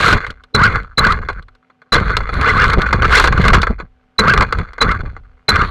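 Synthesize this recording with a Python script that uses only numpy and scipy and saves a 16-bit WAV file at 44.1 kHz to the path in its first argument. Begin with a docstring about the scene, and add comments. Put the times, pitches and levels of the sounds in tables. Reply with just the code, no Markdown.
"""Electric buggy on wet gravel

A small electric buggy darts over wet gravel and puddles in short bursts of throttle.
The microphone rides along in a closed plastic camera case on its body, so everything is close.
Grit and spray are random impacts, knocks are decaying noise bursts, tyres and springs are filtered rumble.
Gears are harmonics following the motor speed, and each start adds a chirp from the motor windings.
Grit, gears and blows ring through the case resonances; the whole mix overloads the microphone."""
import sys
import numpy as np
from scipy import signal
from scipy.fft import rfft, irfft
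from scipy.io import wavfile
from scipy.ndimage import uniform_filter1d

SR = 44100
rng = np.random.default_rng(int(sys.argv[2]) if len(sys.argv) > 2 else 0)


def digitize_waveform(pressure):
    """Quantize a signal to 16-bit integers and store it at the path in sys.argv[1].

    Rows of a 2-D input are taken as channels; values are limited to [-1, 1].
    """
    field = np.atleast_2d(pressure).T
    bounded = np.clip(field, -1, 1)
    quanta = np.round(bounded * 32767).astype(np.int16)
    wavfile.write(sys.argv[1], SR, quanta)


N = 251370
T = np.arange(N) / SR  # time [s]
BINS = np.fft.rfftfreq(2 * N, 1 / SR)  # filter frequencies [Hz]

# All levels below are relative, ahead of the mix gains and the microphone's overload.

# still air around the buggy: (frequency [Hz], level [dB])
AIR_SPECTRUM = [(15, -56), (25, -17), (167, -3), (318, -16), (462, -8.5), (573, -12), (3090, -23),
                (3440, -27.5), (15000, -52.5)]
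AIR_DB = -64
# faint distant hum: (frequency [Hz], level [dB])
HUM_TONES = [(253, -65), (447, -76.5), (759, -71)]

# each dart rolls steadily, then coasts to rest: (start [s], steady roll [s], coasting [s],
# grit rattle [dB], tyre thud [dB], chassis heave [dB])
DARTS = [(0, 0.063, 0.57, -9, -17.5, -21), (.546, 0.13, 0.48, -16.5, -14, -18.5),
         (0.976, 0.13, 0.61, -19.5, -17.5, -15.5), (1.921, 0.024, 1.4, -15.5, -16, -14),
         (2.325, 0.38, 1.7, -16, -18, -15), (3.018, 0.33, 0.65, -16, -19.5, -15),
         (3.374, 0.18, 0.46, -15.5, -12.5, -10.5), (4.187, 0.14, 0.84, -17.5, -14.5, -19.5),
         (4.803, 0.092, 0.73, -22, -17.5, -19.5), (5.483, 0.024, 0.97, -13.5, -15.5, -19)]
DART_ATTACK_S = 0.0023
RATTLE_POWER, THUD_POWER, HEAVE_POWER = 5.72, 7.67, 3.5  # each falls as this power of coasting speed
# resonances of the case and chassis: (frequency [Hz], full width at half gain [Hz], level [dB])
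CASE_MODES = [(452.7, 140, -4.5), (680, 90, -32.5), (1157, 268, -0.5), (1326, 80, -7), (1470, 153, -2),
              (1611, 187, -6.5), (2081, 290, -6.5), (2425, 83, -16), (2830, 57, -24), (3450, 170, -18.5),
              (4110, 97, -16), (4435, 180, -19.5), (6500, 1500, -39)]

# puddle water thrown up by spinning tyres: (from [s], to [s], level [dB])
PUDDLE_WASHES = [(0, 0.146, -21.5), (1.04, 1.127, -35.5), (2.462, 2.673, -37.5), (3.106, 3.269, -24)]
# water and grit landing on the case itself: (frequency [Hz], level [dB])
SPRAY_SPECTRUM = [(500, -20.5), (2500, 5.5), (4200, 5.5), (5200, -10.5), (7000, -10), (15000, -27.5)]

# tyres drumming on the ground: (frequency [Hz], level [dB])
THUD_SPECTRUM = [(50, -25.5), (85, 3.5), (120, 2), (190, -1), (290, -12), (450, -13), (600, -17),
                 (900, -24), (3000, -80)]
# body heaving on its springs: (frequency [Hz], level [dB])
HEAVE_SPECTRUM = [(8, -14), (22, -4.5), (50, 0), (70, -5.5), (110, -13.5), (300, -53.5), (1000, -100)]

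# stones and suspension stops striking the chassis: (time [s], level [dB], crack above that level [dB])
BLOWS = [(.081, 0.5, -9.5), (.128, 0, -16.5), (0.165, -12.5, -30), (0.266, -18, -4.5), (0.305, -30, 8.5),
         (.437, -37, 3.5), (.757, -11, -30), (1.068, -5, -8), (1.122, -8, -3), (1.287, -10.5, -13.5),
         (1.299, -16, -33), (1.33, -32, -4), (1.425, -44, 5), (1.483, -37.5, -8), (1.551, -45.5, 0.5),
         (1.699, -38, -36.5), (1.818, -37.5, -11), (1.952, 2, -22.5), (2.168, -6.5, 3),
         (2.205, -14.5, -37.5), (2.291, -11, -45), (2.412, -8, -4), (2.698, -8.5, -14.5), (2.733, -3.5, -6),
         (2.818, -8.5, -3), (2.928, 2.5, -26), (3.027, -5, -21.5), (3.197, 4.5, -25.5), (3.24, 4, -35),
         (3.274, -1.5, -5.5), (3.325, -5.5, -14.5), (3.451, -5, -10.5), (3.481, 0, -2.5),
         (3.532, 4.5, -19.5), (3.618, -18, 10), (3.63, -3, -14.5), (3.669, -10, -15.5), (3.787, -25, -26),
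         (3.8, -15, -42), (4.337, -2, -6.5), (4.376, -1.5, -21.5), (4.408, 0.5, -47.5), (4.423, 0.5, -20),
         (4.525, -5.5, -6), (4.586, -13.5, -8), (4.687, -30, -29.5), (4.733, -28.5, -3.5),
         (4.781, -16, -20.5), (4.915, -10.5, -5.5), (5.165, -25.5, -30)]
# hard crack and soft thump of a blow: (frequency [Hz], level [dB])
CRACK_SPECTRUM = [(300, 0.5), (800, -11.5), (4200, 5), (5500, -10.5), (8000, -14.5), (15000, -32.0)]
THUMP_SPECTRUM = [(60, -18.5), (200, -11.5), (350, -8.5), (700, -7.5), (1100, -3.0), (3000, -59)]

# wheels rolling through a rut: (deepest [s], level [dB], half length [s])
RUT_DIPS = [(0.149, -13.5, 0.028), (0.301, -26, 0.018), (0.76, -15.5, 0.018), (1.225, -31.5, 0.0052),
            (1.391, -34, 0.026), (2.784, -2.5, 0.011), (2.964, -19, 0.068), (3.546, -9, 0.045),
            (3.71, -14, 0.015), (3.839, -34.5, 0.015), (4.403, -11, 0.026), (4.589, -18, 0.042),
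            (5.009, -15.5, 0.0088), (5.072, -23.5, 0.018), (5.541, -15, 0.02), (5.622, -19.5, .014)]

# motor revving up and let go: (top speed reached [s], spin-up [s], top tooth rate [Hz], whine [dB])
REV_SURGES = [(.658, .14, 1619, -0.5), (1.052, .08, 1619, -5), (1.107, .12, 1302, -7),
              (2.503, .14, 2066, -3.5), (2.625, .15, 1821, -3.5), (3.182, 0.098, 2751, 7.5),
              (4.312, .125, 1708, -2), (4.913, .11, 1400, -9), (5.608, 0.12, 1456, -17)]
SPIN_DOWN_S, WHINE_RELEASE_S = .17, 0.016
WHINE_POWER = 2  # whine grows as this power of motor speed
# brighter path up the camera mount: (frequency [Hz], level [dB])
MOUNT_SPECTRUM = [(900, -26), (1900, -6), (2700, 0.5), (3600, -18.5), (5000, -20), (9000, -42.5)]

# each pull of the throttle: (time [s], starting chirp [dB])
THROTTLE_PULLS = [(0.54, -14), (0.973, -12.5), (1.92, -12), (4.182, -11), (4.807, -11), (5.481, -11.5)]
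CHIRP_HZ, CHIRP_S = 4040, .029
# body kicked at a start: (frequency [Hz], level [dB])
KICK_SPECTRUM = [(80, -18.5), (210, 4), (320, -12.0), (440, 5.0), (700, -18.5), (2000, -47)]

# throttle held: (from [s], to [s])
THROTTLE_HELD = [(.55, .63), (.98, 1.06), (1.93, 2.14), (2.32, 2.75), (5.49, 5.7)]
# rasp of the loaded motor: (frequency [Hz], level [dB])
RASP_SPECTRUM = [(300, -22.5), (1300, 16.5), (2800, -5), (4300, 9.5), (5200, -31.5), (6500, -38),
                 (12000, -49)]

TOP_HZ = 15500  # upper edge of the microphone channel


def undb(db):
    """Decibels to gain."""
    return 10 ** (np.asarray(db) / 20)


def unit(x):
    """Scale to rms 1."""
    return x / np.sqrt(np.mean(x ** 2))


def walk(rate):
    """Random drift with a spread near 1, joining `rate` random points a second by straight lines."""
    knots = rng.standard_normal(N // 20)
    return 1.31 * np.interp(T * rate, np.arange(len(knots)), knots)


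def ring(x, gain):
    """Causal minimum-phase filter with the given gain at each frequency."""
    cepstrum = irfft(np.log(gain + 1e-7))
    # folding the cepstrum forward puts all the ringing after the blow
    cepstrum[1:N] *= 2
    cepstrum[N + 1:] = 0
    response = np.exp(rfft(cepstrum))
    return irfft(rfft(x, 2 * N) * response)[:N]


def shape(points):
    """Gain at each frequency from (frequency [Hz], level [dB]) points, joined on a log axis."""
    hz, db = np.transpose(points)
    return undb(np.interp(np.log(BINS + 1), np.log(hz), db))


def case(x):
    """The steep resonances through which the chassis reaches the microphone."""
    gain = sum(undb(db) / (1 + (2 * (BINS - hz) / width) ** 2) for hz, width, db in CASE_MODES)
    return ring(x, gain)


def grains(rate, spread_db):
    """Random tiny impacts, `rate` a second on average, most weak and a few strong."""
    size = undb(spread_db * np.minimum(rng.exponential(size=N), 4))
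    struck = rng.random(N) < rate / SR
    return unit(struck * size * rng.choice([-1, 1], N))


def scatter(x, depth_db, rate):
    """Stones land in changing places, so each resonance flares and sinks by itself."""
    for hz, width, _ in CASE_MODES[:10]:
        band = signal.lfilter(*signal.iirpeak(hz, hz / (2 * width), fs=SR), x)
        flare = undb(depth_db * np.clip(walk(rate), -2, 2))
        x = x + band * (flare - 1)
    return x


def yard(hum_db=0):
    """Muffled outdoor air as filtered noise, with a faint distant hum of slightly wavering tones."""
    air = unit(ring(rng.standard_normal(N), shape(AIR_SPECTRUM))) * undb(AIR_DB + 1.2 * walk(0.84))
    hum = 0
    for hz, db in HUM_TONES:
        hum = hum + undb(db) * np.sqrt(2) * np.sin(2 * np.pi * hz * T + 0.44 * walk(8))
    return air + undb(hum_db) * hum


def darts():
    """Gains of rattle, thud and heave: a quick start, a steady roll, then friction slows the wheels evenly."""
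    rattle, thud, heave = np.zeros((3, N))
    for start, steady_s, coast_s, rattle_db, thud_db, heave_db in DARTS:
        attack = np.clip((T - start) / DART_ATTACK_S, 0, 1)
        speed = np.clip(1 - (T - start - steady_s) / coast_s, 0, 1)
        rattle = np.maximum(rattle, attack * undb(rattle_db) * speed ** RATTLE_POWER)
        thud = np.maximum(thud, attack * undb(thud_db) * speed ** THUD_POWER)
        heave = np.maximum(heave, attack * undb(heave_db) * speed ** HEAVE_POWER)
    return rattle, thud, heave


def gravel(drive, rattle_db=-1, dense_db=-20, pebble_db=-2):
    """At speed the studs fling a dense rattle of grit; rolling slowly, single pebbles click."""
    dense = drive / (drive + undb(dense_db))  # share of dense grit, half where drive equals dense_db
    grit = grains(rate=2000, spread_db=2.6) + .3 * rng.standard_normal(N)
    grit = unit(grit * undb(3 * walk(130)))
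    pebbles = grains(rate=130, spread_db=2.5)
    hits = np.sqrt(dense) * grit + undb(pebble_db) * np.sqrt(1 - dense) * pebbles
    rattle = unit(scatter(case(hits), depth_db=3.5, rate=60))
    return undb(rattle_db) * rattle * drive


def spray(drive, spatter_db=-16, spatter_s=0.0021, fling_power=1.48):
    """Wet grit spatters on the case in brief ticks, mostly at speed; puddles add a dense wash."""
    drops = np.abs(grains(rate=35, spread_db=3.6))
    decay = np.exp(-1 / (spatter_s * SR))
    ticks = unit(signal.lfilter([1], [1, -decay], drops) * rng.standard_normal(N))
    spatter = unit(ring(ticks, shape(SPRAY_SPECTRUM)))
    puddles = sum(undb(db) * ((T >= start) & (T < end)) for start, end, db in PUDDLE_WASHES)
    puddles = uniform_filter1d(puddles, size=1000)  # soft edges
    wash = puddles * unit(ring(grains(rate=2500, spread_db=3), shape(SPRAY_SPECTRUM)))
    return undb(spatter_db) * spatter * drive ** fling_power + wash


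def chassis(drumming, rocking, thud_db=-2, heave_db=0, lumpy_db=2):
    """Knobbly tyres drum on the ground while the body heaves on its springs."""
    bumps = grains(rate=450, spread_db=4.5) * undb(lumpy_db * walk(60))
    thud = unit(ring(bumps, shape(THUD_SPECTRUM)))
    heave = unit(ring(grains(rate=880, spread_db=1.0), shape(HEAVE_SPECTRUM)))
    return undb(thud_db) * thud * drumming + undb(heave_db) * heave * rocking


def knocks(body_db=13, edge_db=0, thump_db=7, chatter_s=0.0072, crack_s=0.004, thump_s=0.011):
    """Each blow thumps the chassis and chatters in the loose plastic parts; hard ones crack as well."""
    chatters, cracks, thumps = np.zeros((3, N))
    for s, db, hard_db in BLOWS:
        at = int(s * SR)
        span = slice(at, min(at + SR // 10, N))
        age = T[:span.stop - at]
        chatters[span] += undb(db) * np.exp(-age / chatter_s)
        cracks[span] += undb(db + hard_db) * np.exp(-age / crack_s)
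        softness = 1 / (1 + undb(hard_db))  # small hard stones tick without shaking the body
        thumps[span] += undb(db) * softness * np.exp(-age / thump_s)
    body = case(chatters * grains(rate=4000, spread_db=2.0))
    crack = ring(cracks * rng.standard_normal(N), shape(CRACK_SPECTRUM))
    thump = ring(thumps * rng.standard_normal(N), shape(THUMP_SPECTRUM))
    return undb(body_db) * body + undb(edge_db) * crack + undb(thump_db) * thump


def ruts():
    """Each rut loads the suspension in one smooth swell."""
    return sum(undb(db) * np.exp(-((T - s) / half_s) ** 2) for s, db, half_s in RUT_DIPS)


def revs():
    """Tooth rate and gain of the gears: speed climbs evenly under throttle and sags once let go."""
    rate, gain = np.zeros((2, N))
    for top_at, spin_up_s, top_hz, db in REV_SURGES:
        climb = np.clip(1 + (T - top_at) / spin_up_s, 0, 1)
        after = np.maximum(T - top_at, 0)
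        loud = undb(db) * climb ** WHINE_POWER * np.exp(-after / WHINE_RELEASE_S)
        # the loudest surge sets the tooth rate
        rate = np.where(loud > gain, top_hz * climb * np.exp(-after / SPIN_DOWN_S), rate)
        gain = np.maximum(gain, loud)
    return rate, gain


def gears(rate, gain, second_db=-6, third_db=-12, pinion_db=0, pinion_ratio=1.6, direct_db=-19):
    """Gritty teeth mesh unevenly in two gear stages; harmonics flare as they sweep through resonances."""
    wobble_hz, rough_db, eccentric = 40, 3.2, .55
    phase = 2 * np.pi * np.cumsum(rate + wobble_hz * walk(450)) / SR
    teeth = np.sin(phase) + undb(second_db) * np.sin(2 * phase) + undb(third_db) * np.sin(3 * phase)
    # an off-centre pinion presses harder once a turn, which adds sidebands
    load = 1 + eccentric * np.sin(phase / 4)
    pinion = undb(pinion_db) * np.sin(pinion_ratio * phase)
    rough_teeth = teeth * undb(rough_db * walk(280))
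    rough_pinion = pinion * undb(rough_db * walk(280))
    mesh = gain * load * (rough_teeth + rough_pinion)
    return case(mesh) + undb(direct_db) * ring(mesh, shape(MOUNT_SPECTRUM))


def starts(jolt_db=21.5, slack_s=0.0072, kick_db=13.0, kick_s=0.03):
    """Switched current sings in the stalled motor; the gears take up their slack and the body kicks."""
    edge_s, jolt_s = .004, .018
    chirp, jolt, kick = np.zeros((3, N))
    for s, db in THROTTLE_PULLS:
        age = T - s
        chirp += undb(db) * np.clip(np.minimum(age, CHIRP_S - age) / edge_s, 0, 1)
        taken_up = age > slack_s
        since = np.abs(age - slack_s)
        jolt += undb(db) * taken_up * np.exp(-since / jolt_s)
        kick += undb(db) * taken_up * np.exp(-since / kick_s)
    phase = 2 * np.pi * np.cumsum(CHIRP_HZ * (1 + .012 * walk(600))) / SR
    tone = np.sqrt(2) * np.sin(phase) * undb(3 * walk(350))
    gear_jolt = case(jolt * rng.standard_normal(N))
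    body_kick = ring(kick * rng.standard_normal(N), shape(KICK_SPECTRUM))
    return chirp * tone + undb(jolt_db) * gear_jolt + undb(kick_db) * body_kick


def controller(buzz_db=-35):
    """Under held throttle the speed controller whistles, thin and wavering, and the loaded motor rasps."""
    whistle_hz, whistle_db = 10200, -64
    held = sum(1. * ((T > start) & (T < end)) for start, end in THROTTLE_HELD)
    held = uniform_filter1d(held, size=200)  # soft edges
    whistle = undb(whistle_db + 2 * walk(8.4)) * np.sin(2 * np.pi * whistle_hz * T + walk(150))
    rasp = unit(ring(grains(rate=3000, spread_db=2), shape(RASP_SPECTRUM)))
    return held * (whistle + undb(buzz_db) * rasp)


def scene(wheelspin_db=-20, rut_rattle_db=-9, rut_thud_db=0, rut_heave_db=2, patchy_db=2.5, settling_db=-66):
    """Rolling, wheelspin and ruts work grit, tyres and springs; at rest a little grit still settles."""
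    rolling, drumming, rocking = darts()
    rate, whine = revs()
    dips = ruts()
    drive = rolling + undb(wheelspin_db) * whine + undb(rut_rattle_db) * dips + undb(settling_db)
    drive = drive * undb(patchy_db * walk(25))  # patchy ground
    drumming = np.hypot(drumming, undb(rut_thud_db) * dips)
    rocking = np.hypot(rocking, undb(rut_heave_db) * dips)
    ground = gravel(drive) + spray(drive) + chassis(drumming, rocking) + knocks()
    motor = gears(rate, whine) + starts() + controller()
    return (yard() + ground + motor)[None]


def record(dry, ceiling=0.65, coupling_hz=8, treble_hz=11500):
    """The microphone overloads, flat tops droop through its coupling, and the top is rounded and cut."""
    knee = 7  # higher bends more sharply into the ceiling
    clipped = dry / (1 + np.abs(dry / ceiling) ** knee) ** (1 / knee)
    coupling = signal.butter(1, [coupling_hz, treble_hz], "band", fs=SR, output="sos")
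    coupled = signal.sosfilt(coupling, clipped)
    return signal.sosfilt(signal.ellip(10, .2, 80, TOP_HZ, fs=SR, output="sos"), coupled)


dry = scene()
out = record(dry)
digitize_waveform(out)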